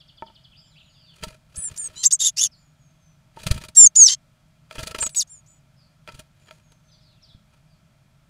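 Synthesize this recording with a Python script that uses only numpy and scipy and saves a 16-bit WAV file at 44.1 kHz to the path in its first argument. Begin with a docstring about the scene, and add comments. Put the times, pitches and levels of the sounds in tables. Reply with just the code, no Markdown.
"""Nearly fledged chicks in a wooden nest box, close up, over a low outdoor rumble.
Songbirds sing outside and a beak taps a board; from 1.2 s claws scuff the wood and moss.
From 1.5 s the chicks call with both sides of the syrinx: double whistles that break into rasps.
Wings beat at 3.4 s, the loudest whistles follow, then more flutters and calls fading by 5.6 s.
Shuffling, faint song and a soft bump end the scene."""
import sys
import numpy as np
from scipy import signal
from scipy.fft import rfft, irfft, next_fast_len
from scipy.io import wavfile
from scipy.ndimage import uniform_filter1d

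SR = 44100
rng = np.random.default_rng(int(sys.argv[2]) if len(sys.argv) > 2 else 0)


def inscribe(sig):
    """Save sig as 16-bit PCM at rate SR to the path in sys.argv[1].

    A 1-D sig is mono; a 2-D sig holds one channel per row.
    Samples are clipped to [-1, 1] before scaling.
    """
    pcm = np.round(np.clip(np.atleast_2d(sig).T, -1, 1) * 32767)
    wavfile.write(sys.argv[1], SR, pcm.astype(np.int16))


N = 365588
TIME = np.arange(N) / SR
BOX_T60_S = .035

# feather and claw hiss spectrum: (frequency [Hz], gain [dB])
HISS_SPECTRUM = [(1000, -12.5), (3500, 6), (6000, 2.5), (8500, 2.5), (10500, -1.5), (13000, -8.5),
                 (16000, -9.5)]
# spectrum of shoved air: (frequency [Hz], gain [dB])
THUMP_SPECTRUM = [(15, -14.5), (30, 4.5), (55, -1.5), (120, 0.5), (180, -4), (280, -23.5), (600, -45.5),
                  (2000, -81.5)]
# shuffling in feathers and dry moss: (time [s], length [s], level [dB])
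SHUFFLE_BOUTS = [(1.18, .15, -58), (1.54, .3, -61.5), (1.88, .12, -58), (3.411, 0.21, -53),
                 (4.75, 0.27, -53.5), (6.092, 0.1, -60.5), (6.4, 0.19, -68), (7.515, 0.031, -76.5)]


def from_db(db):
    """Decibels to gain."""
    return 10 ** (np.asarray(db) / 20)


def rms_one(x):
    """Scale to unit power."""
    return x / np.sqrt(np.mean(x ** 2) + 1e-20)


def smooth(x):
    """Running mean over a few milliseconds."""
    return uniform_filter1d(uniform_filter1d(x, size=150), size=150)


def fades(t, attack_s, release_s):
    """Soft attack, hold, soft release."""
    return (np.tanh(t / attack_s) * np.tanh((t[-1] - t) / release_s)) ** 2


def add(out, time_s, sound):
    """Mix a sound in at its time."""
    start = max(int(time_s * SR), 0)
    out[start:start + len(sound)] += sound[:N - start]


def colour(x, spectrum):
    """Minimum-phase filter with the given (Hz, dB) spectrum."""
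    hz, db = np.transpose(spectrum)
    size = 2 * next_fast_len(len(x))
    grid_hz = np.maximum(np.arange(size // 2 + 1) * SR / size, 1)
    gain = from_db(np.interp(np.log(grid_hz), np.log(hz), db))
    cepstrum = irfft(np.log(gain))
    cepstrum[1:size // 2] *= 2
    cepstrum[size // 2 + 1:] = 0
    return irfft(rfft(x, size) * np.exp(rfft(cepstrum)))[:len(x)]


def wander(rate_hz, size):
    """Low-passed noise, unit power."""
    low_pass = signal.butter(2, min(rate_hz, SR / 4), fs=SR, output="sos")
    return rms_one(signal.sosfilt(low_pass, rng.standard_normal(size + SR // 10))[-size:])


def echoes(x, t60_s):
    """Dense decaying reflections at the power of the direct sound."""
    t = np.arange(int(t60_s * SR)) / SR
    tail = rng.standard_normal(len(t)) * from_db(-60 * t / t60_s)
    return signal.fftconvolve(x, tail / np.linalg.norm(tail))[:N]


def box_ring(x):
    """The box's air and board resonances in parallel."""
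    # resonances: (frequency [Hz], bandwidth [Hz], gain [dB])
    modes = [(430, 110, -22.5), (630, 25, -0.5), (924, 33, -10), (1326, 53, -3.5), (1698, 150, -14.5),
             (2070, 67, -11.5), (2426, 120, -9), (3300, 190, -12), (4020, 110, -22), (4260, 80, -18.5),
             (4650, 53, -15.5), (5024, 59, -21.5)]
    out = 0
    for k, (hz, width_hz, db) in enumerate(modes):
        r = np.exp(-np.pi * width_hz / SR)
        poles = [1, -2 * r * np.cos(2 * np.pi * hz / SR), r * r]
        out += (-1) ** k * from_db(db) * (1 - r * r) / 2 * signal.lfilter([1, 0, -1], poles, x)
    return out


def background(rumble_db=-59, hollow_db=-73, drone_db=-67, drone_hz=152):
    """Outdoor rumble with microphone hiss, the box's hollow tones and a low drone."""
    # rumble and hiss: (frequency [Hz], gain [dB])
    floor_spectrum = [(12, -39.5), (20, -8.5), (44, -5), (86, -7), (158, 1.5), (182, -12.5), (216, -12),
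                      (472, -33), (624, -17.5), (738, -25), (1370, -26.5), (1910, -29.5), (4940, -33),
                      (7520, -35.5), (16000, -46)]
    white = rng.standard_normal((3, N))
    rumble = from_db(rumble_db) * rms_one(colour(white[0], floor_spectrum))
    hollow = from_db(hollow_db) * rms_one(box_ring(white[1]))
    drone = signal.lfilter(*signal.iirpeak(drone_hz, Q=4, fs=SR), white[2])
    return rumble + hollow + from_db(drone_db) * rms_one(colour(drone, THUMP_SPECTRUM))


def song_notes(trill_step_s=.0895, twitter_step_s=.025, twitter_note_s=.045,
               thin_step_s=.22, thin_note_s=.17):
    """Trill, slurs, twitters and thin descending phrases as one list of glides."""
    # two falling notes; slurred notes: (time [s], length [s], start [Hz], end [Hz], level [dB])
    trill = [(-.012, 0.0244, 5500, 3830, -57), (-.005, 0.0255, 3820, 2730, -52)]
    slurs = [(0.514, 0.033, 3720, 2360, -56), (0.545, 0.022, 2570, 3930, -54.5),
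             (0.561, 0.057, 4470, 5300, -53), (0.753, 0.044, 2200, 3790, -52.5),
             (0.796, 0.03, 3750, 2380, -52.5), (0.907, 0.26, 4990, 4290, -60),
             (1.053, 0.11, 3980, 2620, -56.5), (2.509, 0.057, 5580, 4070, -57),
             (5.76, 0.12, 5210, 4210, -63.5), (6.909, .055, 5270, 4250, -58.5),
             (7.0, 0.15, 5550, 3650, -64), (7.22, 0.043, 5900, 4130, -54), (7.281, .045, 4310, 3200, -57),
             (7.671, .11, 5020, 4190, -71.5)]
    # soft twittering: (time [s], length [s], centre pitch [Hz], level [dB])
    twitters = [(0.598, .45, 4090, -64.5), (6.864, 0.5, 4220, -70)]
    # thin high phrases: (time [s], length [s], first pitch [Hz], level [dB])
    thin_phrases = [(0.583, .33, 7680, -70.5), (2.545, .55, 7340, -70), (6.387, .55, 7250, -70)]
    notes = [(time_s + k * trill_step_s, *note) for k in range(6) for time_s, *note in trill]
    notes += slurs
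    for time_s, length_s, centre_hz, db in twitters:
        for after_s in np.arange(0, length_s, twitter_step_s):
            hz = centre_hz * np.exp(.17 * rng.standard_normal())
            jitter_s = twitter_step_s * (rng.random() - .5)
            notes.append((time_s + after_s + jitter_s, twitter_note_s, hz, .8 * hz, db))
    for time_s, length_s, first_hz, db in thin_phrases:
        for k, after_s in enumerate(np.arange(0, length_s, thin_step_s)):
            hz = first_hz * .94 ** k
            notes.append((time_s + after_s, thin_note_s, hz, .9 * hz, db))
    return notes


def birds_outside(direct_db=-.5, garden_db=-3, garden_t60_s=.38, pure_above_hz=6100):
    """Gliding whistles smeared by the trees; low notes warble, high ones stay pure."""
    song = np.zeros(N)
    for time_s, length_s, start_hz, end_hz, db in song_notes():
        along = np.linspace(0, 1, int(length_s * SR))
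        warble = (.032 if start_hz < pure_above_hz else .004) * wander(260, len(along))
        hz = start_hz * (end_hz / start_hz) ** along * (1 + warble)
        tone = np.sqrt(2) * np.sin(2 * np.pi * np.cumsum(hz) / SR)
        add(song, time_s, from_db(db) * np.sin(np.pi * along) * tone)
    return from_db(direct_db) * song + from_db(garden_db) * echoes(song, garden_t60_s)


def pecks():
    """A tap rings the board's modes; a long, soft contact reaches only the lowest."""
    # beak pecks and soft bumps: (time [s], impulse level [dB], contact [s])
    contacts = [(0.2232, -29, 0.000067), (0.265, -51, 0.00017), (0.283, -51, 0.00024), (0.3, -49, 0.00018),
                (3.372, -35, 0.0006), (3.509, 10, .0095), (7.347, -24, 0.0057)]
    # board modes: (frequency [Hz], gain [dB], T60 [s])
    modes = [(135, -28, 0.089), (206.4, -24, 0.51), (386, -10, 0.054), (636, -7.5, 0.091),
             (907, 3.5, 0.062), (1293, -6, 0.038), (1740, -13, .035), (2260, -16, 0.03)]
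    taps, t = np.zeros(N), np.arange(SR // 4) / SR
    for time_s, db, contact_s in contacts:
        push = np.hanning(int(contact_s * SR) + 3)
        add(taps, time_s, from_db(db) * push / push.sum())
    board = sum(from_db(db - 60 * t / t60_s) * np.sin(2 * np.pi * hz * t) for hz, db, t60_s in modes)
    return signal.fftconvolve(taps, board)[:N]


def claw_strikes(ring_db=42, crack_db=6):
    """A claw hits with a short crack and rings the whole box."""
    # hard landings: (time [s], impulse level [dB])
    strikes = [(1.2375, -29.5), (3.4662, -26.5), (4.7105, -31.5), (4.988, -32), (6.0757, -34),
               (6.5096, -36.5)]
    hits = np.zeros(N)
    for time_s, db in strikes:
        hits[int(time_s * SR)] = from_db(db)
    crack = colour(echoes(hits, BOX_T60_S), HISS_SPECTRUM)
    return from_db(ring_db) * box_ring(hits + 1e-18) + from_db(crack_db) * crack


def grains(per_s, spread_db):
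    """Tiny slips and snaps of uneven size, unit power."""
    sizes = from_db(spread_db * np.minimum(rng.exponential(1, N), 4)) * rng.standard_normal(N)
    return rms_one(sizes * (rng.random(N) < per_s / SR))


def wing_beats(swell_s=.0024, edge_loss_db=3.5, spread_db=3.5):
    """Evenly spaced scuffs, strongest mid-flutter."""
    # wing bursts: (time [s], length [s], beat interval [s], wood [dB], hiss [dB], thump [dB])
    flutters = [(3.435, .27, 0.036, -42.5, -44, -37), (4.756, 0.18, 0.039, -33.5, -38, -40),
                (4.948, 0.15, .039, -31.5, -32.5, -40)]
    rows = []
    for time_s, length_s, interval_s, *levels_db in flutters:
        for after_s in np.arange(0, length_s, interval_s):
            beat_db = np.array(levels_db) - edge_loss_db * (2 * after_s / length_s - 1) ** 2
            rows.append((time_s + after_s, swell_s, *(beat_db + spread_db * rng.standard_normal(3))))
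    return rows


def shuffles(per_s=14, swell_s=.004, wood_db=2.5, hiss_db=-6.5, thump_db=7, spread_db=3):
    """Small scuffs at uneven intervals through each bout."""
    rows, offsets_db = [], np.array([wood_db, hiss_db, thump_db])
    for start_s, length_s, db in SHUFFLE_BOUTS:
        for after_s in np.arange(0, length_s, 1 / per_s):
            time_s = start_s + after_s + rng.random() * min(1 / per_s, length_s - after_s)
            rows.append((time_s, swell_s, *(db + offsets_db + spread_db * rng.standard_normal(3))))
    return rows


def bustle_envelope(rise_db_per_s=352, fall_db_per_s=258.5, flicker_db=5.5):
    """Each bout's rustle swells, holds and dies away, flickering throughout."""
    envelope = np.zeros(N)
    for time_s, length_s, db in SHUFFLE_BOUTS:
        before_s, after_s = np.clip(time_s - TIME, 0, 1), np.clip(TIME - time_s - length_s, 0, 1)
        envelope += from_db(db - rise_db_per_s * before_s - fall_db_per_s * after_s)
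    return envelope * from_db(flicker_db * wander(45, N))


def scuffs(decay_s=.0041, thump_s=.0082, ring_db=22, scrape_db=7.5, hiss_db=1, thump_db=2):
    """Each scuff is a burst of slips that rings the box, hisses in the feathers and shoves the air."""
    # single claw or wing scuffs: (time [s], swell [s], wood [dB], hiss [dB], thump [dB])
    single_scuffs = [(1.229, 0.0028, -40.5, -59, -38.5), (1.238, .0028, -31, -32.5, -44),
                     (1.271, 0.0016, -70, -75, -31), (1.582, 0.0034, -55, -71, -33),
                     (1.716, .004, -50.5, -53.5, -37.5), (3.371, 0.008, -54, -65.5, -52),
                     (3.469, 0.003, -29.5, -28, -27), (3.514, .0034, -26.5, -27.5, -23.5),
                     (3.563, .0045, -49, -68, -29), (3.638, .0013, -38.5, -44.5, -45),
                     (4.783, 0.0013, -34, -53, -35), (5.094, .0011, -70, -43, -60),
                     (5.148, .0015, -62, -32, -65.5), (6.09, 0.0078, -40.5, -62, -53.5),
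                     (6.15, 0.0056, -59, -55, -42.5), (6.195, 0.0027, -45.5, -44, -46),
                     (6.484, 0.0021, -45.5, -74, -67.5), (6.72, 0.0012, -51, -57, -67)]
    # scraped wood: (frequency [Hz], gain [dB])
    scrape_spectrum = [(150, -0.5), (400, -0.5), (800, -9), (1500, -5.5), (3000, -7), (5000, -10.5),
                       (8000, -24), (16000, -39)]
    wood, hiss, thump = np.zeros((3, N))
    for time_s, swell_s, *levels_db in single_scuffs + wing_beats() + shuffles():
        wood_gain, hiss_gain, thump_gain = from_db(levels_db)
        near = slice(int((time_s - .1) * SR), int((time_s + .33) * SR))
        before_s, after_s = np.maximum(time_s - TIME[near], 0), np.maximum(TIME[near] - time_s, 0)
        burst = np.exp(-(before_s / swell_s) ** 2 - after_s / (decay_s + swell_s / 2))
        wood[near] += wood_gain * burst
        hiss[near] += hiss_gain * burst
        thump[near] += thump_gain * np.exp(-(before_s / (2 * swell_s)) ** 2 - after_s / thump_s)
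    bustle = bustle_envelope()
    slips = (wood + from_db(-2) * bustle) * grains(per_s=9600, spread_db=3.5)
    boards = from_db(ring_db) * box_ring(slips) + from_db(scrape_db) * colour(slips, scrape_spectrum)
    rustle = rms_one(colour(grains(per_s=SR, spread_db=6.5), HISS_SPECTRUM))
    feathers = (from_db(hiss_db) * hiss + from_db(-5) * bustle) * rustle
    air = from_db(thump_db) * thump * rms_one(colour(rng.standard_normal(N), THUMP_SPECTRUM))
    return boards + feathers + from_db(-4.5) * echoes(feathers, BOX_T60_S) + air


def syrinx(first_hz, second_hz, level_db, second_db, rough, force, rasp_db=-4, hiss_db=-15, coupling=.2):
    """Two membranes share one airflow; driven hard they collide, shake and add combination tones."""
    # throat and open beak; throat turbulence: (frequency [Hz], gain [dB])
    throat_spectrum = [(150, -76.5), (600, -45.5), (1200, -23), (1800, -20.5), (2400, -20), (3300, -13),
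                       (4600, -3), (6000, 4), (7100, 2), (8500, -6.5), (10000, -4), (13000, -11.5),
                       (16000, -25)]
    turbulence_spectrum = [(5000, 10), (7000, -8), (16000, -22)]
    rough, size = np.clip(rough, 0, 1), len(first_hz)
    quaver = (.006 + .014 * rough) * wander(45, size)
    phases = []
    for hz in (first_hz, second_hz):
        jitter = (.0015 + .045 * rough ** 2) * wander(1500, size)
        phases.append(2 * np.pi * np.cumsum(hz * (1 + quaver + jitter)) / SR)
    # the membranes tug at each other's pitch once a beat: a comb of side tones
    tug = (.06 + 1.2 * rough ** 2) * np.sin(phases[1] - phases[0])
    first, second = np.sin(phases[0] + tug), np.sin(phases[1] - tug / 2)
    share = from_db(second_db)
    opening = (first + share * second) / np.hypot(1, share)
    # each beat loads the shared airflow
    opening *= (np.abs(signal.hilbert(opening)) + .3) ** -coupling
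    # air passes while the membranes are apart; more drive, sharper closure
    drive = force * (.65 + 8.5 * rough)
    flow = np.logaddexp(0, drive * (opening - .5))
    flow /= smooth(flow)
    # turbulence rides on each puff, brighter when forced
    white = rng.standard_normal((2, size))
    turbulence = from_db(rasp_db) * rough * colour(white[0], turbulence_spectrum)
    turbulence += from_db(hiss_db) * force ** 2 * white[1]
    voice = colour(flow - 1 + rough * flow * turbulence, throat_spectrum)
    voice /= np.sqrt(smooth(voice ** 2) + 1e-12)
    flicker_db = (2 + rough) * wander(140, size)
    return voice * from_db(level_db + flicker_db)


def rasp(length_s, pitch_hz, waver_hz, waver_s, gap_hz, level_db, swell_db, second_db, rough, force,
         settle_s=.03):
    """A rough call about an octave below the whistles; starts low and hoarser, then wavers."""
    t = np.arange(int(length_s * SR)) / SR
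    hz = pitch_hz - waver_hz * np.cos(2 * np.pi * t / waver_s)
    db = level_db + swell_db * (t / length_s - .5)
    hoarse = rough + .3 * np.exp(-t / settle_s)
    voice = syrinx(hz, hz + gap_hz, db, second_db, hoarse, force)
    return voice * fades(t, attack_s=.015, release_s=.021)


def whistle(length_s, rise_s, release_s, top_hz, sag_hz_per_s, gap_hz, scoop, drop,
            onset_db, level_db, swell_db, second_db, rough, force,
            full_drop_s=.048, break_hz=5100, break_width_hz=580, break_loss_db=9):
    """A hoarse onset scoops up to a double tone that sags as air runs out and breaks below break_hz."""
    t = np.arange(int(length_s * SR)) / SR
    drop_s = full_drop_s * np.sqrt(abs(drop) + 1e-6)
    starting = np.exp(-(t / rise_s) ** 4)
    ending = np.exp(-((length_s - t) / drop_s) ** 3)
    held_hz = top_hz - sag_hz_per_s * (t - rise_s)
    bend = (1 - scoop * starting) * (1 - drop * ending)
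    broken = (1 - starting) / (1 + np.exp((held_hz * bend - break_hz) / break_width_hz))
    held_db = level_db + swell_db * (t / length_s - .5)
    db = onset_db * starting + held_db * (1 - starting) - break_loss_db * broken
    hoarse = rough + .87 * starting + .39 * broken
    voice = syrinx(held_hz * bend, (held_hz + gap_hz) * bend, db, second_db, hoarse, force)
    return voice * fades(t, attack_s=.0045, release_s=release_s)


def chicks(near_wall_db=-7, near_wall_delay_s=.001075, walls_db=-19):
    """All calls, comb-filtered by the nearest wall's echo; the other walls add a short ring."""
    # clear calls: (time [s], length [s], rise [s], release [s], top pitch [Hz], sag [Hz/s],
    #   voice gap [Hz], scoop [0-1], final drop [0-1], onset [dB], level [dB], swell [dB],
    #   second voice re first [dB], roughness [0-1], force [-])
    whistles = [ (1.552, 0.15, 0.017, 0.016, 8370, 9700, 1740, 0.25, 0.04, -40.5, -30.5, 1.5, 4, 0.01, 1.9),
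                (1.758, 0.13, 0.02, 0.017, 7430, 9600, 1740, 0.26, 0.05, -42, -29, 2, 11.5, 0, 3),
                (2.028, .057, 0.025, 0.0069, 6580, 2980, 1210, 0.6, 0.1, -23.5, -8, -9.5, 8, 0.2, 0.5),
                (2.105, 0.064, 0.018, 0.016, 6944, 4000, 1400, 0.6, 0.13, -27.5, -12.5, -17, 3.5, 0.08, 0.59),
                (3.747, 0.13, 0.021, 0.0038, 7566, 5970, 1874, 0, 0.08, -38, -4.5, 2, -7, 0.01, 0.63),
                (3.95, 0.16, 0.012, 0.032, 7220, 12500, 1810, 0.19, 0.49, -27, -4.5, 3.5, -9.5, 0.04, 0.23),
                (4.996, .086, 0.011, 0.01, 7395, 10200, 1090, 0, 0.04, -37, -23.5, 2, 6, .1, 0.49),
                (5.085, 0.067, .008, .01, 8100, 7500, 1700, 0.2, 0.1, -54, -49, -4, -2, .03, .65),
                (5.149, .086, 0.011, 0.0088, 7070, 15000, 1100, 0.13, 0.51, -49, -16.5, 5, 13.5, 0.29, 0.7),
                (5.268, 0.15, 0.027, 0.063, 7550, 8000, 1830, .15, 0, -58, -42.5, 15, -2, 0, 0.79),
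                (5.458, 0.16, .018, .06, 7070, 1474, 932, .15, .07, -60, -53, -3, -2, .17, .8)]
    # harsh begging calls: (time [s], length [s], pitch [Hz], waver [Hz], waver period [s],
    #   voice gap [Hz], level [dB], swell [dB], second voice re first [dB], roughness [0-1], force [-])
    rasps = [ (1.951, 0.1, 3063, 90, .12, 995, -33.5, 8, 1, 0.2, .61),
             (2.188, 0.12, 3540, 190, 0.051, -480, -17.5, 5, -16.5, 0.47, 1.5),
             (2.361, .12, 2960, 540, .15, -440, -18, 7, -13.5, 0.46, 1.6),
             (4.071, 0.087, 3107, 70, .115, 1048, -17.5, -0.5, -17, 0.45, 0.362)]
    calls = np.zeros(N)
    for time_s, *shape in whistles:
        add(calls, time_s, whistle(*shape))
    for time_s, *shape in rasps:
        add(calls, time_s, rasp(*shape))
    echo_gain = from_db(near_wall_db)
    delayed = np.interp(TIME - near_wall_delay_s, TIME, calls)
    combed = (calls + echo_gain * delayed) / np.hypot(1, echo_gain)
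    return combed + from_db(walls_db) * echoes(calls, BOX_T60_S)


def scene():
    """Mono mix inside the box."""
    return (chicks() + scuffs() + claw_strikes() + pecks() + birds_outside() + background())[None]


def record(dry):
    """A fast limiter flattens the loudest whistles; a steep low-pass cuts the top."""
    ceiling, stopband_hz = .95, 16500
    envelope = np.abs(signal.hilbert(dry))
    limited = dry / (1 + (envelope / ceiling) ** 8) ** (1 / 8)
    return signal.sosfilt(signal.cheby2(16, 80, stopband_hz, fs=SR, output="sos"), limited)


dry = scene()
out = record(dry)
inscribe(out)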